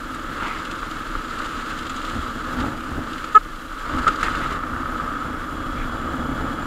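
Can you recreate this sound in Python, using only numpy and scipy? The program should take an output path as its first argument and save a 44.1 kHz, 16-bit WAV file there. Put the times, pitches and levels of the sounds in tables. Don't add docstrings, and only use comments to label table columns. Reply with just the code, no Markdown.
import sys
import numpy as np
from scipy import signal
from scipy.io import wavfile
from scipy.ndimage import uniform_filter1d, minimum_filter1d

SR = 44100
rng = np.random.default_rng(int(sys.argv[2]) if len(sys.argv) > 2 else 0)


def wrap_up_sound(samples):
    columns = np.atleast_2d(samples).T
    tamed = np.clip(columns, -1, 1)
    steps = np.round(tamed * 32767).astype(np.int16)
    wavfile.write(sys.argv[1], SR, steps)


N = 293706

# frequency in Hz, relative level in dB.
HOUSING_SPECTRUM = [(380, -13.5), (540, -11.5), (740, -25.5), (900, -16), (1040, -13.5), (1160, -4),
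                    (1300, 0.5), (1420, -4), (1620, -9), (1720, -10), (1900, -18), (2180, -19.5),
                    (2420, -25), (15000, -64)]
# frequency in Hz, relative level in dB.
GRAVEL_SPECTRUM = [(900, -5.5), (2100, -1.5), (2420, -6.5), (2750, 1), (3350, -1), (3700, -3), (4050, -3),
                   (4400, -7.5), (4750, -6.5), (5600, -15), (6600, -12.5), (7220, -7.5), (7550, -13.5),
                   (15500, -36)]


def amp(db):
    return 10 ** (np.asarray(db) / 20)


def unit(x):
    return x / np.sqrt(np.mean(x ** 2) + 1e-20)


def follow(rows):
    times, *columns = np.transpose(rows)
    return [np.interp(np.arange(N) / SR, times, column) for column in columns]


def swells(rows):
    t = np.arange(N) / SR
    return sum(db * np.exp(-(2 * (t - middle) / length) ** 2) for middle, length, db in rows)


def add(mix, start_s, sound):
    part = mix[max(round(start_s * SR), 0):][:len(sound)]
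    part += sound[:len(part)]


def wander(rate):
    return unit(np.interp(np.arange(N) * 2 * rate / SR, np.arange(2048), rng.standard_normal(2048)))


def steady(x, seconds):
    power = uniform_filter1d(x ** 2, int(seconds * SR))
    return x / np.sqrt(uniform_filter1d(power, int(seconds * SR / 2)) + 1e-6 * power.mean())


def colour(x, spectrum, size=4096):
    hz, db = np.transpose(spectrum)
    log_hz = np.log(abs(np.fft.fftfreq(size, 1 / SR)) + 1)
    log_gain = np.log(amp(np.interp(log_hz, np.log(hz), db)))
    taps = np.fft.ifft(np.exp(np.conj(signal.hilbert(log_gain)))).real
    return unit(signal.oaconvolve(x, taps[:size // 2])[:len(x)])


def ring(modes, size=4096):
    t = np.arange(size) / SR
    return sum(amp(db) * np.sqrt(width) * np.exp(-np.pi * width * t) * np.sin(2 * np.pi * hz * t)
               for hz, width, db in modes)


def impacts(per_s, spread_db):
    at = np.flatnonzero(rng.random(N) < per_s / SR)
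    rank, side = rng.random((2, N))[:, at]
    clicks = np.zeros(N)
    clicks[at] = amp(-spread_db * np.log(rank + 0.046)) * np.sign(side - 0.5)
    return unit(clicks)


def engine(effort_db, jitter=0.08, puff_cycles=0.4, rough=0.67, thud_db=-37.5, ordinary_db=-40):
    # time in seconds, firings a second, metal in dB, housing drone in dB.
    running = [(0, 20.7, -55, -44), (1.7, 20.3, -57, -41), (2.25, 22.8, -51, -37), (2.8, 24.4, -60, -39),
               (3.7, 23.4, -59, -47), (3.87, 22.4, -55, -31), (4.3, 27.9, -59, -32.5),
               (4.65, 27.2, -59, -33), (5.25, 28, -50, -31), (5.35, 28, -55, -39), (5.6, 32.7, -50, -35),
               (6.66, 31.2, -48, -36.5)]
    # frequency in Hz, bandwidth in Hz, relative level in dB.
    exhaust_modes = [(258.7, 35, -2), (312.4, 27, 0)]
    metal_modes = [(3020, 50, -4), (3322, 46, 1.5), (3930, 80, -15), (7140, 150, -8.5)]
    housing_modes = [(1194, 30, -6.5), (1270, 26, -4)]
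    rate, metal_db, drone_db = follow(running)
    cycles = np.cumsum(rate * (1 + jitter * wander(8))) / SR
    puffs = unit(np.exp(-(cycles % 1) / puff_cycles) + 0.33)
    firings = unit(np.diff(np.floor(cycles), prepend=0) * amp(2 * wander(14)))
    gas = (1 - rough) * firings + rough * puffs * rng.standard_normal(N)
    gas = signal.sosfilt(signal.butter(3, [222, 338], "band", fs=SR, output="sos"), gas)
    upper_db = effort_db - 0.9 * np.maximum(effort_db + 44, 0)
    thud = np.zeros(N)
    for (hz, width, db), push_db in zip(exhaust_modes, (effort_db, upper_db)):
        boom = steady(signal.oaconvolve(gas, ring([(hz, width, 0)]))[:N], 0.16)
        thud += amp(db + 0.88 * (push_db - ordinary_db)) * boom
    clatter = (puffs + 1) * rng.standard_normal(N)
    metal = steady(signal.oaconvolve(clatter, ring(metal_modes))[:N], 0.08)
    shaking = unit(clatter) + 0.55 * firings
    drone = steady(signal.oaconvolve(shaking, ring(housing_modes))[:N], 0.11)
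    return amp(thud_db) * thud + amp(metal_db) * metal + amp(drone_db) * drone, puffs


def shudder(even_ground_db=-38.3, flutter_db=1.5, band_hz=(20, 34)):
    # middle in seconds, length in seconds, rise in dB.
    lurches = [(1.17, 0.1, 10), (3.76, 0.11, 4), (4.4, 0.6, 5), (5.82, 0.33, 9), (6.35, 0.1, 8.5)]
    level_db = even_ground_db + swells(lurches) + flutter_db * wander(5.4)
    rumble = signal.sosfilt(signal.butter(2, band_hz, "band", fs=SR, output="sos"), rng.standard_normal(N))
    return amp(level_db) * steady(rumble, 0.16)


def tyre_bumps(effort_db, trim_db=2):
    # frequency in Hz, relative level in dB.
    thump_spectrum = [(35, -16), (52, -6.5), (68, 3.5), (100, -4.5), (160, -4), (205, -8), (270, -3),
                      (380, -16), (550, -10.5), (730, -14.5), (860, -13.5), (1500, -29), (4000, -53)]
    thumps = colour(impacts(per_s=450, spread_db=4), thump_spectrum)
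    return amp(effort_db + trim_db) * steady(thumps, 0.17)


def housing_chatter(level_db, puffs, engine_share=0.19, knee_db=-31, trim_db=-0.43):
    taps = impacts(per_s=7000, spread_db=2) * (1 - engine_share + engine_share * puffs)
    swing_db = level_db - 0.12 * np.maximum(level_db - knee_db, 0)
    return amp(swing_db + trim_db) * steady(colour(taps, HOUSING_SPECTRUM), 0.067)


def gravel_crunch(level_db, clump_db=1.5, clack_gain=0.28, trim_db=0.45, stone_sizes=10):
    t = np.arange(300) / SR
    hits = impacts(per_s=1600, spread_db=2)
    stone_size = rng.integers(0, stone_sizes, N)
    clacks = np.zeros(N)
    for k, hz in enumerate(np.geomspace(2200, 9000, stone_sizes)):
        clack = np.exp(-t * hz / 3) * np.sin(2 * np.pi * hz * t) * hz
        clacks += signal.oaconvolve(hits * (stone_size == k), clack)[:N]
    grit = impacts(per_s=12000, spread_db=0)
    grains = (clack_gain * unit(clacks) + grit) * amp(clump_db * wander(50))
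    return amp(level_db + trim_db) * steady(colour(grains, GRAVEL_SPECTRUM), 0.066)


def high_hiss(crunch_db, level_db=-54, flicker_db=1):
    # frequency in Hz, relative level in dB.
    hiss_spectrum = [(100, 5), (1000, 3), (2400, -4.5), (4000, -1.5), (5800, 2), (7200, 0), (8500, -1),
                     (12500, -1.5), (14500, -4.5), (15500, -9)]
    hiss = colour(rng.standard_normal(N), hiss_spectrum)
    drift_db = 0.12 * (crunch_db - crunch_db.mean()) + flicker_db * wander(16)
    return amp(level_db + drift_db) * hiss


def pebbles(crunch_db, count=16, over_db=3, spread_db=6, low_hz=2610, high_hz=3870):
    when, size, pitch = rng.random((count, 3)).T
    odds = np.cumsum(amp(crunch_db) ** 4)
    at = np.searchsorted(odds, when * odds[-1])
    db = crunch_db[at] + over_db + spread_db * (size - 0.5)
    return list(zip(at / SR, db, low_hz + pitch * (high_hz - low_hz)))


def stone_snaps(crunch_db, decay_s=0.0056, width_hz=450, trim_db=0.5, size=2048):
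    # start in seconds, level in dB, ring pitch in Hz.
    large_stones = [(0.145, -40, 7800), (0.478, -36.5, 2510), (0.585, -41.5, 4800), (0.650, -35.5, 2930),
                    (0.712, -34.5, 2650), (0.911, -35.5, 3000), (1.788, -34, 3426), (1.866, -36, 3500),
                    (1.895, -34, 7120), (1.962, -36.5, 6800), (3.131, -36.5, 3402), (3.242, -35.5, 2650),
                    (3.350, -30.5, 3600), (4.077, -25, 2700), (4.157, -37, 4800), (4.230, -26, 2750),
                    (4.240, -32, 2100), (4.352, -32.5, 2670)]
    t, out = np.arange(size) / SR, np.zeros(N)
    for start, db, hz in large_stones + pebbles(crunch_db):
        burst = rng.standard_normal(size) * t ** 0.28 * np.exp(-t / decay_s)
        ringing = signal.fftconvolve(burst, ring([(hz, width_hz, 0)]))[:size]
        crack = colour(burst, GRAVEL_SPECTRUM) + 0.27 * unit(ringing) + 0.05 * unit(burst)
        attack_rms = np.sqrt(np.mean(crack[:size // 8] ** 2))
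        add(out, start, amp(db + trim_db) * crack / attack_rms)
    return out


def housing_knocks(ring_hz=1290, light_s=0.0011, heavy_s=0.0033, grit=0.41, size=2048):
    # start in seconds, level in dB.
    jolts = [(0.246, -20), (0.424, -15.5), (0.83, -16), (1.152, -18), (1.403, -18.5), (3.242, -18),
             (3.717, -25), (3.973, -19), (4.045, -15.5), (4.067, -9), (4.077, -8.5), (4.085, -11),
             (4.229, -13.5), (4.283, -13), (4.349, -16), (4.636, -15.5), (4.763, -17.5)]
    t, out = np.arange(size) / SR, np.zeros(N)
    for start, db in jolts:
        contact_s = np.interp(db, [-16, -9], [light_s, heavy_s])
        envelope = t / contact_s * np.exp(1 - t / contact_s)
        tone = np.sin(2 * np.pi * ring_hz * rng.uniform(0.983, 1.04) * t)
        rasp = colour(rng.standard_normal(size), HOUSING_SPECTRUM)
        add(out, start, amp(db) * envelope * (tone + grit * rasp))
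    return out


def tyre_slides(ring_gain=0.79, width_hz=280):
    # middle in seconds, half-length in seconds, level in dB, ring pitch in Hz.
    slides = [(0.452, 0.14, -31, 1340), (0.504, 0.22, -36, 2100), (2.81, 0.085, -47, 2280),
              (4.258, 0.08, -32, 2053), (4.44, 0.081, -35, 2050), (4.517, 0.055, -40, 2094),
              (5.803, 0.12, -41.5, 2270)]
    # frequency in Hz, relative level in dB.
    rasp_spectrum = [(500, -14.5), (900, 4.5), (1300, 11), (1700, -6), (2050, -3.5), (2900, -4),
                     (5000, -25), (15000, -38)]
    out = np.zeros(N)
    grains = impacts(per_s=5000, spread_db=5)
    for middle, half, db, hz in slides:
        scrape = grains[int(middle * SR):][:int(2 * half * SR)]
        rasp = 0.92 * colour(scrape, rasp_spectrum)
        ringing = unit(signal.fftconvolve(scrape, ring([(hz, width_hz, 0)]))[:len(scrape)])
        push = np.exp(-np.linspace(-2.5, 2.5, len(scrape)) ** 2)
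        add(out, middle - half, amp(db) * push * (rasp + ring_gain * ringing))
    return out


def wheel_drops(tyre_hz=66, frame_hz=250, trim_db=-1):
    # start in seconds, level in dB.
    landings = [(1.154, -34), (2.139, -25), (2.189, -19), (2.573, -21), (2.925, -20.5), (2.985, -25),
                (3.961, -18.5), (4.004, -17), (4.519, -19), (4.728, -22), (6.32, -20)]
    boom = ring([(tyre_hz, 30, 0), (frame_hz, 50, -7)])
    out = np.zeros(N)
    for start, db in landings:
        add(out, start, amp(db + trim_db) * boom / abs(boom).max())
    return out


def horn(start_s=3.3415, length_s=0.046, hz=427.2, gain_db=2.2, clang_hz=1720, clang_peak_s=0.0095):
    # harmonic number, level in dB.
    harmonics = [(1, -20.5), (2, -19.5), (3, 3.5), (4, -14), (5, -28), (6, -33.5), (7, -32.5), (8, -51),
                 (10, -52), (13, -58), (15, -49), (17, -40.5), (20, -62)]
    number, harmonic_db = np.transpose(harmonics)
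    t, out = np.arange(int(length_s * SR)) / SR, np.zeros(N)
    buzz = np.zeros(len(t))
    for k in range(1, 21):
        phase = np.pi * k * k / 3
        buzz += amp(np.interp(k, number, harmonic_db)) * np.sin(2 * np.pi * k * hz * t + phase)
    swell = np.sin(np.pi * t / length_s) ** 3
    kick = np.exp(-(2 * (t - clang_peak_s) / clang_peak_s) ** 2)
    clang = amp(-22) * kick * np.sin(2 * np.pi * clang_hz * t)
    add(out, start_s, amp(gain_db) * (swell * buzz + clang))
    return out


def scene(effort_flutter_db=1.42, gravel_flutter_db=0.7):
    # time in seconds, level in dB.
    effort = [(0, -44), (0.65, -42.5), (1.05, -44.5), (1.75, -43.5), (2.4, -41), (3.1, -43), (3.42, -48.5),
              (3.8, -52), (4.1, -42), (4.5, -37.5), (5.0, -39), (5.6, -37), (6.3, -31.5), (6.66, -38)]
    # middle in seconds, length in seconds, rise in dB.
    ruts = [(2.17, 0.09, 5.5), (2.62, 0.24, 9), (2.98, 0.14, 12), (3.96, 0.17, 13)]
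    # time in seconds, crunch in dB, housing chatter in dB.
    looseness = [(0, -47, -34.5), (0.45, -43, -30.5), (0.68, -43.5, -31.5), (1.42, -41.5, -30.5),
                 (1.97, -41.5, -32), (2.5, -43.5, -30.5), (2.85, -45.5, -32.5), (3.3, -44.5, -33),
                 (3.43, -47.5, -36.5), (3.72, -46.5, -35), (3.89, -42, -28.5), (4.35, -40, -27),
                 (4.54, -40, -26), (4.59, -49, -31.5), (5.2, -46.5, -30), (5.35, -50, -32.5),
                 (5.6, -47.5, -32), (6.66, -49, -31)]
    # middle in seconds, length in seconds, rise in dB.
    heaps = [(1.44, 0.12, 3), (1.72, 0.057, 3), (2.62, 0.12, 2.5), (4.26, 0.096, 4)]
    effort_db = follow(effort)[0] + swells(ruts) + effort_flutter_db * wander(9)
    crunch_db, chatter_db = follow(looseness) + swells(heaps) + gravel_flutter_db * wander(9)
    motor, puffs = engine(effort_db)
    wheels = shudder() + tyre_bumps(effort_db) + wheel_drops()
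    gravel = gravel_crunch(crunch_db) + tyre_slides() + stone_snaps(crunch_db)
    housing = housing_chatter(chatter_db, puffs) + housing_knocks()
    return (motor + wheels + gravel + housing + high_hiss(crunch_db) + horn())[None]


def record(dry, window=200, cutoff_hz=15720):
    gain = minimum_filter1d(1 / np.maximum(abs(dry), 1), window)
    limited = dry * uniform_filter1d(gain, window)
    lowpass = signal.firwin(511, cutoff_hz, window=("kaiser", 9), fs=SR)
    return signal.oaconvolve(limited, lowpass[None], "same")


dry = scene()
out = record(dry)
wrap_up_sound(out)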